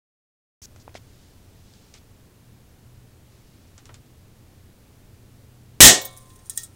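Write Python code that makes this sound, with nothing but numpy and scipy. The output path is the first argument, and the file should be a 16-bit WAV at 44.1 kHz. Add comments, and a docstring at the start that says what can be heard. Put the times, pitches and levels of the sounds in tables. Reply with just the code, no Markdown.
"""A capacitor bank discharges through a crocodile clip into a drink can on a wooden bench.
The arc's blast fills a small room, rings the can and nearby metal, and overloads the microphone.
The molten spot then fizzes and spits, ticking the thin can wall. Before the bang, over quiet room
tone and mains hum, come a brief hiss, small clicks of the leads, soft knocks and sleeve rustle."""
import sys
import numpy as np
from scipy import signal
from scipy.fft import rfft, irfft
from scipy.io import wavfile
from scipy.ndimage import uniform_filter1d

SR = 44100
rng = np.random.default_rng(int(sys.argv[2]) if len(sys.argv) > 2 else 0)


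def materialize(psi):
    """Save the field psi as 16-bit PCM at rate SR to the path in sys.argv[1].

    A 1-D psi becomes a single channel; in a 2-D psi each row is a channel.
    """
    bounded = np.clip(np.atleast_2d(psi).T, -1, 1)
    quanta = np.round(bounded * 32767).astype(np.int16)
    wavfile.write(sys.argv[1], SR, quanta)


N = 297675
T = np.arange(N) / SR
AGE = T[:SR]  # the second that follows a hit
START_S, BANG_S = .617, 5.8046


def amp(db):
    """Decibels to gain."""
    return 10 ** (np.asarray(db) / 20)


def unit(x):
    """Scale to rms 1."""
    return x / np.sqrt(np.mean(x ** 2))


def fade(t60):
    """Exponential decay, 60 dB down after t60 seconds."""
    return amp(-60 * AGE / t60)


def swell(peak_s, rise_s, fall_s):
    """A smooth rise to 1 and a smooth fall."""
    return np.exp(-.5 * ((T - peak_s) / np.where(T < peak_s, rise_s, fall_s)) ** 2)


def wander(rate_hz):
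    """Slow random drift of rms 1."""
    span = int(SR / rate_hz)
    steps = np.repeat(rng.standard_normal(N // span + 1), span)
    return unit(uniform_filter1d(uniform_filter1d(steps, span), span)[:N])


def add(out, start_s, sound):
    """Mix a sound in at its cue."""
    i = int(start_s * SR)
    out[i:i + len(sound)] += sound[:N - i]


def noise(curve, size=SR):
    """Noise of rms 1, shaped by an EQ curve."""
    hz, gain_db = np.transpose(curve)
    log_freq = np.log(np.fft.rfftfreq(size, 1 / SR) + 1)
    eq = amp(np.interp(log_freq, np.log(hz), gain_db))
    return unit(irfft(rfft(rng.standard_normal(size)) * eq, size))


def hiss(hz, width_hz, size=SR):
    """Noise of rms 1, band-passed twice for steep sides."""
    peak = signal.iirpeak(hz, hz / min(width_hz, SR / 3), SR)
    once = signal.lfilter(*peak, rng.standard_normal(size))
    return unit(signal.lfilter(*peak, once))


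def ring(modes, damping=1, tilt_db_per_octave=0, detune=.0091, twin_db=-5):
    """Struck metal: each mode beats against a slightly detuned twin."""
    out = 0
    for hz, db, t60 in modes:
        twin_hz = hz * (1 + detune * rng.standard_normal())
        tone = np.sin(2 * np.pi * (hz * AGE + rng.random()))
        twin = amp(twin_db) * np.sin(2 * np.pi * (twin_hz * AGE + rng.random()))
        gain = amp(db + tilt_db_per_octave * np.log2(hz / modes[0][0]))
        out = out + gain * fade(t60 / damping) * (tone + twin)
    return out


# EQ of the quiet room and microphone hiss: freq_hz, gain_db
AIR_EQ = [(20, -7), (60, -12), (130, -7.5), (165, -7.5), (220, -8), (310, -13), (420, -14.5), (550, -18.5),
          (1100, -25.5), (2500, -29), (6000, -32), (15500, -35.5)]
# EQ of the low rumble: freq_hz, gain_db
RUMBLE_EQ = [(20, -6), (38, 0.5), (60, -2.5), (95, 5.5), (140, -13.5), (400, -38.5)]
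def room_tone(air_db=-55, rumble_db=-54.5, drift_db=1.1):
    """The bed: steady air over a rumble that swells and sinks."""
    air = amp(air_db) * noise(AIR_EQ, N)
    rumble = noise(RUMBLE_EQ, N) * amp(rumble_db + drift_db * wander(5))
    return air + rumble


# Fader ride of the hum, before trim: time_s, level_db
HUM_RIDE = [(0.65, -56.5), (2.41, -62), (2.5, -51.5), (2.72, -62), (2.98, -51.5), (3.86, -61),
            (3.92, -53.5), (5.0, -61), (5.75, -51.5)]
def mains_hum(pitch_hz=121.2, waver_cycles=.15, trim_db=-1.5, drift_db=2):
    """One low tone that wavers in pitch and level."""
    time_s, level_db = np.transpose(HUM_RIDE)
    ride_db = np.interp(T, time_s, level_db, right=level_db.mean())
    tone = np.sqrt(2) * np.sin(2 * np.pi * (pitch_hz * T + waver_cycles * wander(2.1)))
    return tone * amp(ride_db + trim_db + drift_db * wander(5))


# Decay of the small room: freq_hz, t60_s
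ROOM_DECAY = [(60, 0.1), (250, 0.25), (700, 0.36), (2000, 0.22), (4000, 0.26), (7500, 0.23), (14000, 0.14)]
def room_reverb(sound, hold_s=0):
    """Shape noise into dense reflections: full for the hold, then each band dies at its own rate."""
    log_freq = np.log(np.fft.rfftfreq(SR, 1 / SR) + 1)
    hz, t60s = np.transpose(ROOM_DECAY)
    spectrum = rfft(sound)
    tail_s = np.maximum(AGE - hold_s, 0)
    out = 0
    for share, t60 in zip(np.eye(len(hz)), t60s):
        band = irfft(spectrum * np.interp(log_freq, np.log(hz), share), SR)
        out = out + band * amp(-60 * tail_s / t60)
    return out


def opening_hiss(length_s=.043, core_db=-46, air_db=-52):
    """A brief bright hiss as the sound sets in."""
    envelope = signal.windows.tukey(int(length_s * SR), .15)
    core = amp(core_db) * hiss(6000, 2600, len(envelope))
    air = amp(air_db) * hiss(6100, 17000, len(envelope))
    out = np.zeros(N)
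    add(out, START_S, envelope * (core + air))
    return out


# Sleeve sliding over the bench: peak_s, level_db, half_length_s
SLEEVE_SLIDES = [(1.2, -63, 0.14), (1.785, -62, 0.17), (3.334, -69, 0.04), (3.6, -68.5, .2)]
# Brushes of fingers and cloth: start_s, level_db, length_s, centre_hz, width_hz
CLOTH_BRUSHES = [(0.795, -58, 0.036, 5600, 4000), (.951, -45, 0.0082, 2100, 890),
                 (0.954, -49.5, 0.029, 3700, 6840), (1.947, -57, 0.044, 4000, 7000)]
def rustle(grain_db=.5):
    """Friction that catches and slips: soft sleeve slides and short brushes."""
    slides = sum(amp(db) * swell(peak_s, half_s, half_s) for peak_s, db, half_s in SLEEVE_SLIDES)
    out = hiss(4800, 7000, N) * slides
    for start_s, db, length_s, hz, width_hz in CLOTH_BRUSHES:
        stroke = signal.windows.tukey(int(length_s * SR), .3)
        add(out, start_s, amp(db) * stroke * hiss(hz, width_hz, len(stroke)))
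    return out * amp(grain_db * wander(350))


# EQ of the rattle after a knock: freq_hz, gain_db
RATTLE_EQ = [(100, -5), (250, -1), (500, 0.5), (1300, -1), (3000, -11), (5000, -25), (12000, -35)]
# Soft knocks of the hand: start_s, level_db, pitch_hz, t60_s, rattle_relative_db, rattle_t60_s
HAND_KNOCKS = [(.7612, -43.5, 740, 0.011, 2.5, .01), (0.879, -25, 830, 0.0045, -22, 0.026),
               (0.893, -43.5, 1100, .005, -2, 0.018), (.9524, -25, 664, 0.011, -23, 0.065),
               (1.9416, -46, 610, 0.014, -20, 0.073), (3.8918, -43, 900, 0.0035, -2.5, 0.13)]
def knocks():
    """A hand bump: one heavily damped resonance with a dull rattle."""
    out = np.zeros(N)
    for start_s, db, hz, t60, rattle_db, rattle_t60 in HAND_KNOCKS:
        body = -np.sin(2 * np.pi * hz * AGE) * fade(t60)
        rattle = amp(rattle_db) * noise(RATTLE_EQ) * fade(rattle_t60)
        add(out, start_s, amp(db) * (body + rattle))
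    return out


# Clicks of the leads and their metal jaws: start_s, level_db, centre_hz
LEAD_CLICKS = [(0.761, -43.5, 5940), (0.9434, -39, 2770), (.9524, -34.5, 2070), (1.737, -46, 5030),
               (1.939, -37, 5500), (1.941, -36, 5530), (3.779, -36, 6250), (3.8555, -37, 6400),
               (3.9426, -35.5, 6340)]
def clicks(scatter_db=-13, slap_s=.012, slap_db=-15):
    """A hard little snap, a short scatter off the bench and a slapback from the nearest wall."""
    out = np.zeros(N)
    for start_s, db, hz in LEAD_CLICKS:
        snap = amp(db) * hiss(hz, width_hz=3500) * fade(t60=.0082)
        scatter = amp(db + scatter_db) * hiss(2200, 10500) * fade(t60=.12)
        add(out, start_s, snap + scatter)
        add(out, start_s + slap_s, amp(slap_db) * snap)
    return out


def fizz(hot_db=-47, cooling_db_per_s=46, simmer_db=-75.5, boil_db=-47.5, sputter_db=4):
    """The molten spot sputters, cools toward a simmer, then boils up under the last spits."""
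    whistle = hiss(9150, 550, N)
    sizzle = amp(-7) * hiss(14800, 1500, N)
    wash = amp(-.5) * hiss(8000, 6000, N)
    cooling = amp(hot_db - cooling_db_per_s * np.maximum(T - BANG_S, 0))
    boil = amp(boil_db) * swell(peak_s=6.6, rise_s=.089, fall_s=.037) ** 2
    heat = (cooling + amp(simmer_db) + boil) * (T > BANG_S)
    return (whistle + sizzle + wash) * heat * amp(sputter_db * wander(120))


# Modes of the can's wall: pitch_hz, relative_db, t60_s
CAN_MODES = [(1338, -11.5, 0.65), (1795, -6.5, .33), (1868, -1, .31), (3100, -5, 0.097), (3390, 1.5, .18),
             (3840, -0.5, 0.2), (3940, -2.5, .1), (4780, -4.5, .2), (5290, -1.5, .2), (5726, -1, 0.22),
             (6255, -2, 0.19), (6470, 3, .18), (6910, -7, .25), (7390, -2.5, .08), (7650, 2, 0.13),
             (8300, -4.5, .27), (8470, 2, 0.14), (9130, -8, .25), (9800, -8, 0.18), (12350, -6, .24),
             (14830, -4, .2), (15200, -14, .2)]
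def can_ring(tilt_db_per_octave, damping=1, first_mode=0):
    """The thin wall rings; a sharper hit tilts it brighter."""
    return ring(CAN_MODES[first_mode:], damping, tilt_db_per_octave)


# Spits of hot metal: start_s, level_db, centre_hz, t60_s
METAL_SPITS = [(6.015, -32.5, 15100, 0.1), (6.048, -32.5, 8700, 0.065), (6.053, -27, 14500, 0.054),
               (6.165, -47.5, 7300, 0.047), (6.174, -41, 10160, 0.056), (6.2557, -62, 8450, 0.0185),
               (6.3028, -53, 3480, .04), (6.357, -58, 9700, 0.03), (6.390, -58, 9150, 0.023),
               (6.458, -52, 9500, .03), (6.4966, -25, 8700, 0.049), (6.5753, -16, 8500, 0.022),
               (6.6327, -31.5, 8400, 0.079)]
def spits(spray_db=-9, room_db=-24, can_db=-28, faintest_tick_db=-73, low_cut_hz=1100):
    """Each spit is a burst of gas that ticks the can; even the faintest leaves a little ring."""
    out = np.zeros(N)
    for start_s, db, hz, t60 in METAL_SPITS:
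        burst = (hiss(hz, width_hz=2400) + amp(spray_db) * hiss(14400, 9200)) * fade(t60)
        tail = amp(room_db) * room_reverb(hiss(6000, 6900))
        tick_gain = amp(db + can_db) + amp(faintest_tick_db)
        tick = tick_gain * can_ring(tilt_db_per_octave=1.5, damping=1.4)
        add(out, start_s, amp(db) * (burst + tail) + tick)
    return signal.sosfilt(signal.butter(3, low_cut_hz, "high", fs=SR, output="sos"), out)


# Modes of metal things on the bench: pitch_hz, relative_db, t60_s
BENCH_MODES = [(536, -1.5, 0.61), (738, -2.5, .55), (1043, -18, 1.42), (1150, -12.5, 0.79),
               (2220, -0.5, .52)]
def metal_ring_out(jangle_db=-27, can_db=-12.5, bench_db=-29):
    """The can and the metal around it ring on after the blast."""
    jangle = amp(jangle_db) * hiss(3650, 900) * fade(t60=.52)  # crowded modes of small parts
    can = amp(can_db) * can_ring(tilt_db_per_octave=-.5, first_mode=1)
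    bench = amp(bench_db) * ring(BENCH_MODES, detune=.0066, twin_db=-10)
    return jangle + can + bench


# EQ of the blast as it fills the room: freq_hz, gain_db
BLAST_EQ = [(25, 2), (90, -1.5), (150, 1), (215, -5), (350, -2.5), (520, -7), (760, -9), (1080, -16),
            (2300, -7.5), (3400, -1), (4600, -6), (6400, 0.5), (8100, 1), (9500, -8), (15500, -8.5)]
def arc_roar(burn_s=.042, clang_db=-14):
    """The burning arc floods the room with noise and drives a strong resonance of the can."""
    clang = amp(clang_db) * hiss(1880, 260)
    return room_reverb(noise(BLAST_EQ) + clang, hold_s=burn_s)


# Pressure pulses as the arc strikes and breaks: start_s, relative_db, push_s
SHOCK_FRONTS = [(5.8047, 7, .00094), (5.847, 1.5, .0025)]
def discharge(gain_db=7, heave_db=-8, heave_hz=27):
    """The main hit: shock fronts, roar, ringing metal and the sub-bass heave of heated air."""
    heave = amp(heave_db) * np.sin(2 * np.pi * heave_hz * AGE) * fade(t60=.12)
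    out = np.zeros(N)
    add(out, BANG_S, arc_roar() + heave + metal_ring_out())
    for start_s, db, push_s in SHOCK_FRONTS:
        pulse = (1 - AGE / push_s) * np.exp(-AGE / push_s)  # a sharp push, then a slow rebound
        add(out, start_s, -amp(db) * pulse)
    return amp(gain_db) * out


def scene(handling_top_hz=8200):
    """The mix, alike in both channels, with the top rolled off the handling sounds."""
    soften = signal.butter(3, handling_top_hz, fs=SR, output="sos")
    handling = signal.sosfilt(soften, clicks() + knocks() + rustle())
    mix = discharge() + spits() + fizz() + handling + opening_hiss() + room_tone() + mains_hum()
    return np.array([mix, mix])


def record(dry, ceiling=1.0, high_cut_hz=15750):
    """The microphone opens after a moment, overloads hard on the blast and loses the very top."""
    overloaded = np.clip(dry * (T >= START_S), -ceiling, ceiling)
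    high_cut = signal.ellip(10, .1, 70, high_cut_hz, fs=SR, output="sos")
    return signal.sosfilt(high_cut, overloaded)


dry = scene()
out = record(dry)
materialize(out)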